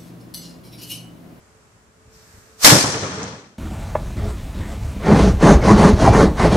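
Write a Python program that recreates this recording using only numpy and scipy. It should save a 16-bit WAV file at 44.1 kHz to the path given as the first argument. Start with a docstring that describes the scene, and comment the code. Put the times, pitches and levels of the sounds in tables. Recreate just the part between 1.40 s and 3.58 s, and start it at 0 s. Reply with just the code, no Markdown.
"""Light wind and a faint, distant drone come first. Then a small black powder cannon fires on an
outdoor range: the priming powder fizzes, gas jets from the touch hole (the small hole that leads
to the charge), and the charge goes off with a crack and a roar that overload the microphone.
Earth banks and trees roll the sound back until it passes the far end of the range.
A few bits of debris tick down."""
import sys
import numpy as np
from scipy import signal
from scipy.fft import rfft, irfft, next_fast_len
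from scipy.io import wavfile
from scipy.ndimage import map_coordinates

SR = 44100
rng = np.random.default_rng(int(sys.argv[2]) if len(sys.argv) > 2 else 0)


def wav_record(signal):
    """Record a signal, one row per channel, as 16-bit PCM in the file named by sys.argv[1]."""
    frames = np.transpose(np.atleast_2d(signal))
    bounded = np.clip(frames, -1, 1)
    # unit amplitude maps onto the largest positive 16-bit level
    quanta = np.round(bounded * 32767).astype(np.int16)
    wavfile.write(sys.argv[1], SR, quanta)


N = 96182

FIRE_S, BLAST_RISE_S = 1.2452, 0.0013  # when the charge fires, and how long the blast takes to rise

# The tone of each noise, from bass to treble (frequency [Hz], relative level [dB])
BLAST_TONE = [(30, -27), (100, -1), (300, -0.5), (1300, 2.5), (2000, 1), (2900, -1.5), (4500, 0.5),
              (6000, 0), (9000, -4.5), (14000, -8)]  # roar from the muzzle
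CRACK_TONE = [(100, -19), (1000, -9.5), (2800, -10), (4300, 2), (6200, -0.5), (8000, -12.5), (14000, -18.5)]  # shock front
SLAP_TONE = [(60, -13), (200, 2), (600, 7), (1500, -5.5), (3000, -20.5), (12000, -38)]  # hard echo off one bank
FIZZ_TONE = [(300, -7), (900, -11), (1700, 0), (3100, -9), (4300, -1), (6000, 0.5), (8000, -7),
             (10000, -14), (13500, -10)]  # burning priming powder
FLARE_TONE = [(300, -7.5), (900, 2), (1700, 10.5), (2900, -5.5), (5000, -6.5), (8000, 2), (9500, -4.5),
              (14000, -5.5)]  # its brighter flare
JET_TONE = [(30, -11.5), (70, -9), (230, -14.5), (460, -14), (750, -5), (1500, -4), (3100, -6.5),
            (4300, -1.5), (6000, 0.5), (9000, -9), (14000, -10)]  # gas from the touch hole
NEAR_ECHO_TONE = [(30, -34.5), (60, -24.5), (90, -10), (125, 0), (185, -0.5), (240, -7), (310, -2.5),
                  (400, -9.5), (520, -5), (800, -17), (1400, -20.5), (3000, -47), (9000, -62.5)]  # near banks
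FAR_ECHO_TONE = [(30, -34), (55, -22), (85, -2.5), (130, 3), (165, -4.5), (200, 1), (245, -7.5),
                 (290, -2.5), (350, -9), (420, -2), (580, -6.5), (700, -10.5), (1300, -10), (2400, -21.5),
                 (4000, -30), (10000, -66)]  # far banks
SCATTER_TONE = [(30, -30.5), (80, 2), (200, 6.5), (500, -5.5), (1300, 0.5), (2900, -4.5), (4300, -1.5),
                (5200, -2), (5950, 2.5), (6700, -2), (8000, -6.5), (10000, -13), (14000, -60)]  # echoes from scrub and trees
AIR_TONE = [(15, -59), (25, -36), (54, -3), (111, -2.5), (134, -9), (228, -6.5), (297, -14), (443, -8.5),
            (480, -18.5), (520, -11), (735, -15), (1250, -14), (3730, -27), (6880, -23.5), (14500, -41)]  # light wind
PUFF_TONE = [(30, -18), (70, 2.5), (115, 3.5), (190, -7), (320, -27), (1000, -48)]  # puffs of wind

# How long the blast takes to fade by 60 dB (frequency [Hz], time [s])
BLAST_FADE = [(100, 0.53), (1000, 0.58), (3000, 0.47), (6000, 0.68), (10500, 0.49), (14000, .24)]

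# How alike the two sides sound (frequency [Hz], likeness [1 = the same, 0 = unrelated])
CLOSE_LIKENESS = [(60, 0.41), (250, 0.47), (700, 0.43), (1500, 0.058), (14000, 0)]  # the cannon itself
ECHO_LIKENESS = [(60, 0.95), (130, 0.99), (300, 0.98), (640, 0.98), (1200, -0.014), (3000, -0.012),
                 (14000, -0.077)]  # echoes and puffs of wind
AIR_LIKENESS = [(60, 0.69), (240, 0.95), (940, 0.11), (3730, 0.0), (14800, 0.02)]  # light wind

# How far a sound leans to the left (frequency [Hz], left minus right [dB])
BLAST_BALANCE = [(100, 6), (2300, 0), (4400, 2.5), (8000, 4.5), (14000, -2)]
SCATTER_BALANCE = [(400, -3.5), (1300, 6), (2400, -1), (4400, 2), (8000, 4)]
MIC_BALANCE = [(100, 1), (700, -.5), (1300, 0.5), (2400, 1.5), (4350, 0.5), (5800, 6.5), (7600, -12.5),
               (10000, -6.5), (14000, -4.5)]  # the microphone's two openings

# Echoes from the earth banks (time [s], level [dB], rise [s], fall [s])
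BANK_ECHOES = [(1.28, -11, 0.0036, 0.012), (1.333, -7.5, 0.022, 0.021), (1.361, -15.5, .004, 0.023),
               (1.447, -16.5, 0.009, 0.013), (1.493, -22, 0.024, 0.016), (1.55, -22.5, 0.017, 0.048),
               (1.639, -24, 0.0116, 0.068), (1.734, -34, 0.023, 0.048), (1.815, -30, 0.038, 0.11),
               (1.938, -40.5, 0.012, 0.01)]
# Bits of debris landing (time [s], level [dB], pitch [Hz], time to fade by 60 dB [s])
DEBRIS_TICKS = [(1.5429, -25.5, 2600, 0.029), (1.8306, -25, 6100, 0.019), (1.8401, -29.5, 6560, 0.014),
                (2.0428, -50, 2350, 0.032)]
# Soft puffs of wind (time [s], level [dB], half length [s])
WIND_PUFFS = [(0.36, -53, 0.0095), (0.675, -46, 0.017), (.765, -50, 0.0099), (0.947, -49, 0.015),
              (0.985, -40.5, 0.007)]
# How loud the background is as time passes (time [s], level [dB])
AIR_LOUDNESS = [(0, -53), (.2, -53.5), (.35, -54), (.52, -55.5), (.65, -53.5), (1.1, -52), (2.18, -58)]
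DRONE_LOUDNESS = [(0, -73), (.15, -58), (.3, -81), (.55, -66.5), (.75, -58), (.98, -68), (1.15, -58.5),
                  (2.18, -78.5)]


def blast(level_db=-1.5, hold_s=0.016, ragged_db=2.0):
    """The muzzle blast starts at once, holds briefly, and each frequency dies at its own speed."""
    roar = filtered(noise(BLAST_TONE, CLOSE_LIKENESS), lambda hz: pan(along(BLAST_BALANCE, hz)))
    hz, times, spectrum = signal.stft(roar, SR, nperseg=512)
    age = np.maximum(times - FIRE_S - hold_s, 0)
    fade = np.exp(-np.log(1000) * age / along(BLAST_FADE, hz)[:, None])
    roar = signal.istft(spectrum * fade, SR)[1][:, :N]
    onset = np.clip((clock() - FIRE_S) / BLAST_RISE_S + .5, 0, 1)
    return roar * onset * amp(level_db + ragged_db * wobble(250))


def shock(crack_db=3, slap_db=-9, slap_s=1.3585):
    """The bright crack at the front of the blast, and its duller slap off a near bank."""
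    crack = amp(crack_db) * swell(FIRE_S + BLAST_RISE_S, rise_s=0.00028, fall_s=0.0093)
    slap = amp(slap_db) * swell(slap_s, rise_s=0.00066, fall_s=0.003)
    return crack * noise(CRACK_TONE, CLOSE_LIKENESS) + slap * noise(SLAP_TONE, ECHO_LIKENESS)


def priming(start_s=0.697, fade_db_per_s=14, full_jet_s=1.2368, jet_db_per_s=713.5, sputter_db=0.2):
    """Powder in the touch hole catches, fizzes and flares, then jets harder until the charge fires."""
    t = clock()
    age = t - start_s
    burn = np.clip(age / .13, 0, 1) * amp(-53 - fade_db_per_s * age)
    catch = amp(-58) * swell(peak_s=0.758, rise_s=0.045, fall_s=.04)
    flare = amp(-55) * swell(peak_s=0.99, rise_s=0.18, fall_s=0.14)
    jet = amp(-15 + jet_db_per_s * np.minimum(t - full_jet_s, 0))
    gas = (burn + catch) * noise(FIZZ_TONE, CLOSE_LIKENESS)
    gas += flare * noise(FLARE_TONE, CLOSE_LIKENESS)
    gas += jet * noise(JET_TONE, CLOSE_LIKENESS)
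    return gas * amp(sputter_db * wobble(300)) * (t < FIRE_S + BLAST_RISE_S)


def ground_bounce(sound, count=8, latest_s=.009, strength=0.15):
    """The ground and the cannon's carriage add weak, quick copies, different at each ear."""
    delays = latest_s * rng.uniform(0.1005, 1, (count, 2, 1))
    copies = lambda hz: 1 + strength * np.exp(-2j * np.pi * hz * delays).sum(0)
    return filtered(sound, copies) / np.sqrt(1 + count * strength ** 2)


def bank_echoes(near_count=3):
    """The near banks answer first with a boom, the far ones later with a rolling rumble."""
    swells = np.array([amp(db) * swell(s, rise, fall) for s, db, rise, fall in BANK_ECHOES])
    boom = swells[:near_count].sum(0) * noise(NEAR_ECHO_TONE, ECHO_LIKENESS)
    rumble = swells[near_count:].sum(0) * noise(FAR_ECHO_TONE, ECHO_LIKENESS)
    return boom + rumble


def tree_scatter(fade_db_per_s=25, far_end_s=1.905, extra_fade_db_per_s=59.5, build_s=.2, grain_db=1.0):
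    """Countless tiny echoes from scrub and trees, fading faster once the far end has answered."""
    t = clock()
    level_db = -20 - fade_db_per_s * (t - FIRE_S) - extra_fade_db_per_s * np.maximum(t - far_end_s, 0)
    leaves = filtered(noise(SCATTER_TONE, ECHO_LIKENESS), lambda hz: pan(along(SCATTER_BALANCE, hz)))
    hz, times, spectrum = signal.stft(leaves, SR, nperseg=512)
    # Later echoes have crossed more air, so they are duller: 8 dB a second at 7000 Hz.
    loss_db = 8 * np.maximum(times - FIRE_S, 0) * (hz[:, None] / 7000) ** 2
    leaves = signal.istft(spectrum * amp(-loss_db), SR)[1][:, :N]
    onset = np.clip((t - FIRE_S) / build_s, 0, 1)
    return leaves * onset * amp(level_db + grain_db * wobble(220))


def debris(sharpness=2, left_db=3):
    """Falling bits land with short, dry ticks, each a broad band of noise around one pitch."""
    ticks = np.zeros((2, N))
    for time_s, db, pitch, fade_s in DEBRIS_TICKS:
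        band = lambda hz: (1 + (2 * sharpness * (hz / pitch - 1)) ** 2) ** -2
        tick = unit_level(filtered(rng.standard_normal((2, N)), band))
        ticks += tick * amp(db) * swell(time_s, rise_s=0.00032, fall_s=fade_s / np.log(1000))
    return ticks * pan(left_db)


def wind():
    """Moving air makes a quiet rush with a few soft, low puffs."""
    air = loudness(AIR_LOUDNESS) * noise(AIR_TONE, AIR_LIKENESS)
    puffs = sum(amp(db) * np.exp(-((clock() - s) / half) ** 2) for s, db, half in WIND_PUFFS)
    return air + puffs * noise(PUFF_TONE, ECHO_LIKENESS)


def drone(pitch_hz=439, waver_rad=0.95):
    """A faint, distant tone that wavers in pitch as it comes and goes."""
    phase = 2 * np.pi * pitch_hz * clock() + waver_rad * wobble(17)
    return loudness(DRONE_LOUDNESS) * unit_level(np.sin(phase))


def noise(tone, likeness):
    """Stereo noise of average strength 1, with a given tone and likeness between the sides."""
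    def shape(hz):
        width = np.arccos(np.clip(along(likeness, hz), -1, 1)) / 2
        return amp(along(tone, hz)) * [np.cos(width), np.sin(width)]
    mid, side = filtered(rng.standard_normal((2, N)), shape)
    return unit_level(np.array([mid + side, mid - side]))


def swell(peak_s, rise_s, fall_s):
    """A rounded rise to a peak, then a fall to about a third every fall_s."""
    age = clock() - peak_s
    return np.exp(-(np.minimum(age, 0) / rise_s) ** 2 - np.maximum(age, 0) / fall_s)


def wobble(rate):
    """A smooth curve through `rate` random points a second."""
    return map_coordinates(rng.standard_normal(int(N * rate / SR) + 4), [clock() * rate])


def filtered(sound, gain):
    """Multiply each frequency in a sound by gain(hz)."""
    size = next_fast_len(N + SR // 2)
    return irfft(rfft(sound, size) * gain(np.fft.rfftfreq(size, 1 / SR)), size)[..., :N]


def along(table, hz):
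    """Read between the rows of a frequency table, giving each octave about equal room."""
    frequencies, values = np.transpose(table)
    return np.interp(np.log(hz + 1), np.log(frequencies + 1), values)


def loudness(table):
    """The gain at each sample, from a table of times and levels."""
    return amp(np.interp(clock(), *np.transpose(table)))


def pan(db):
    """Two gains that make the left side db louder than the right."""
    return amp(np.array([[.5], [-.5]]) * db)


def amp(db):
    """Turn decibels into a gain, a number to multiply a sound by."""
    return 10 ** (np.asarray(db) / 20)


def unit_level(sound):
    """Scale a sound to an average strength (rms) of 1."""
    return sound / np.sqrt(np.mean(sound ** 2) + 1e-20)


def clock():
    """The time of each sample in seconds."""
    return np.arange(N) / SR


def scene():
    """The shot, its echoes and falling debris, over the wind and the drone."""
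    shot = priming() + ground_bounce(blast() + shock() + tree_scatter())
    return shot + bank_echoes() + debris() + wind() + drone()


def record(dry, hardness=10, top_hz=14700):
    """Each side of the microphone has its own tone and overloads on the blast; the top treble is cut."""
    heard = filtered(dry, lambda hz: pan(along(MIC_BALANCE, hz)))
    clipped = heard / (1 + np.abs(heard) ** hardness) ** (1 / hardness)
    return filtered(clipped, lambda hz: 1 / (1 + (hz / top_hz) ** 90))


dry = scene()
out = record(dry)
wav_record(out)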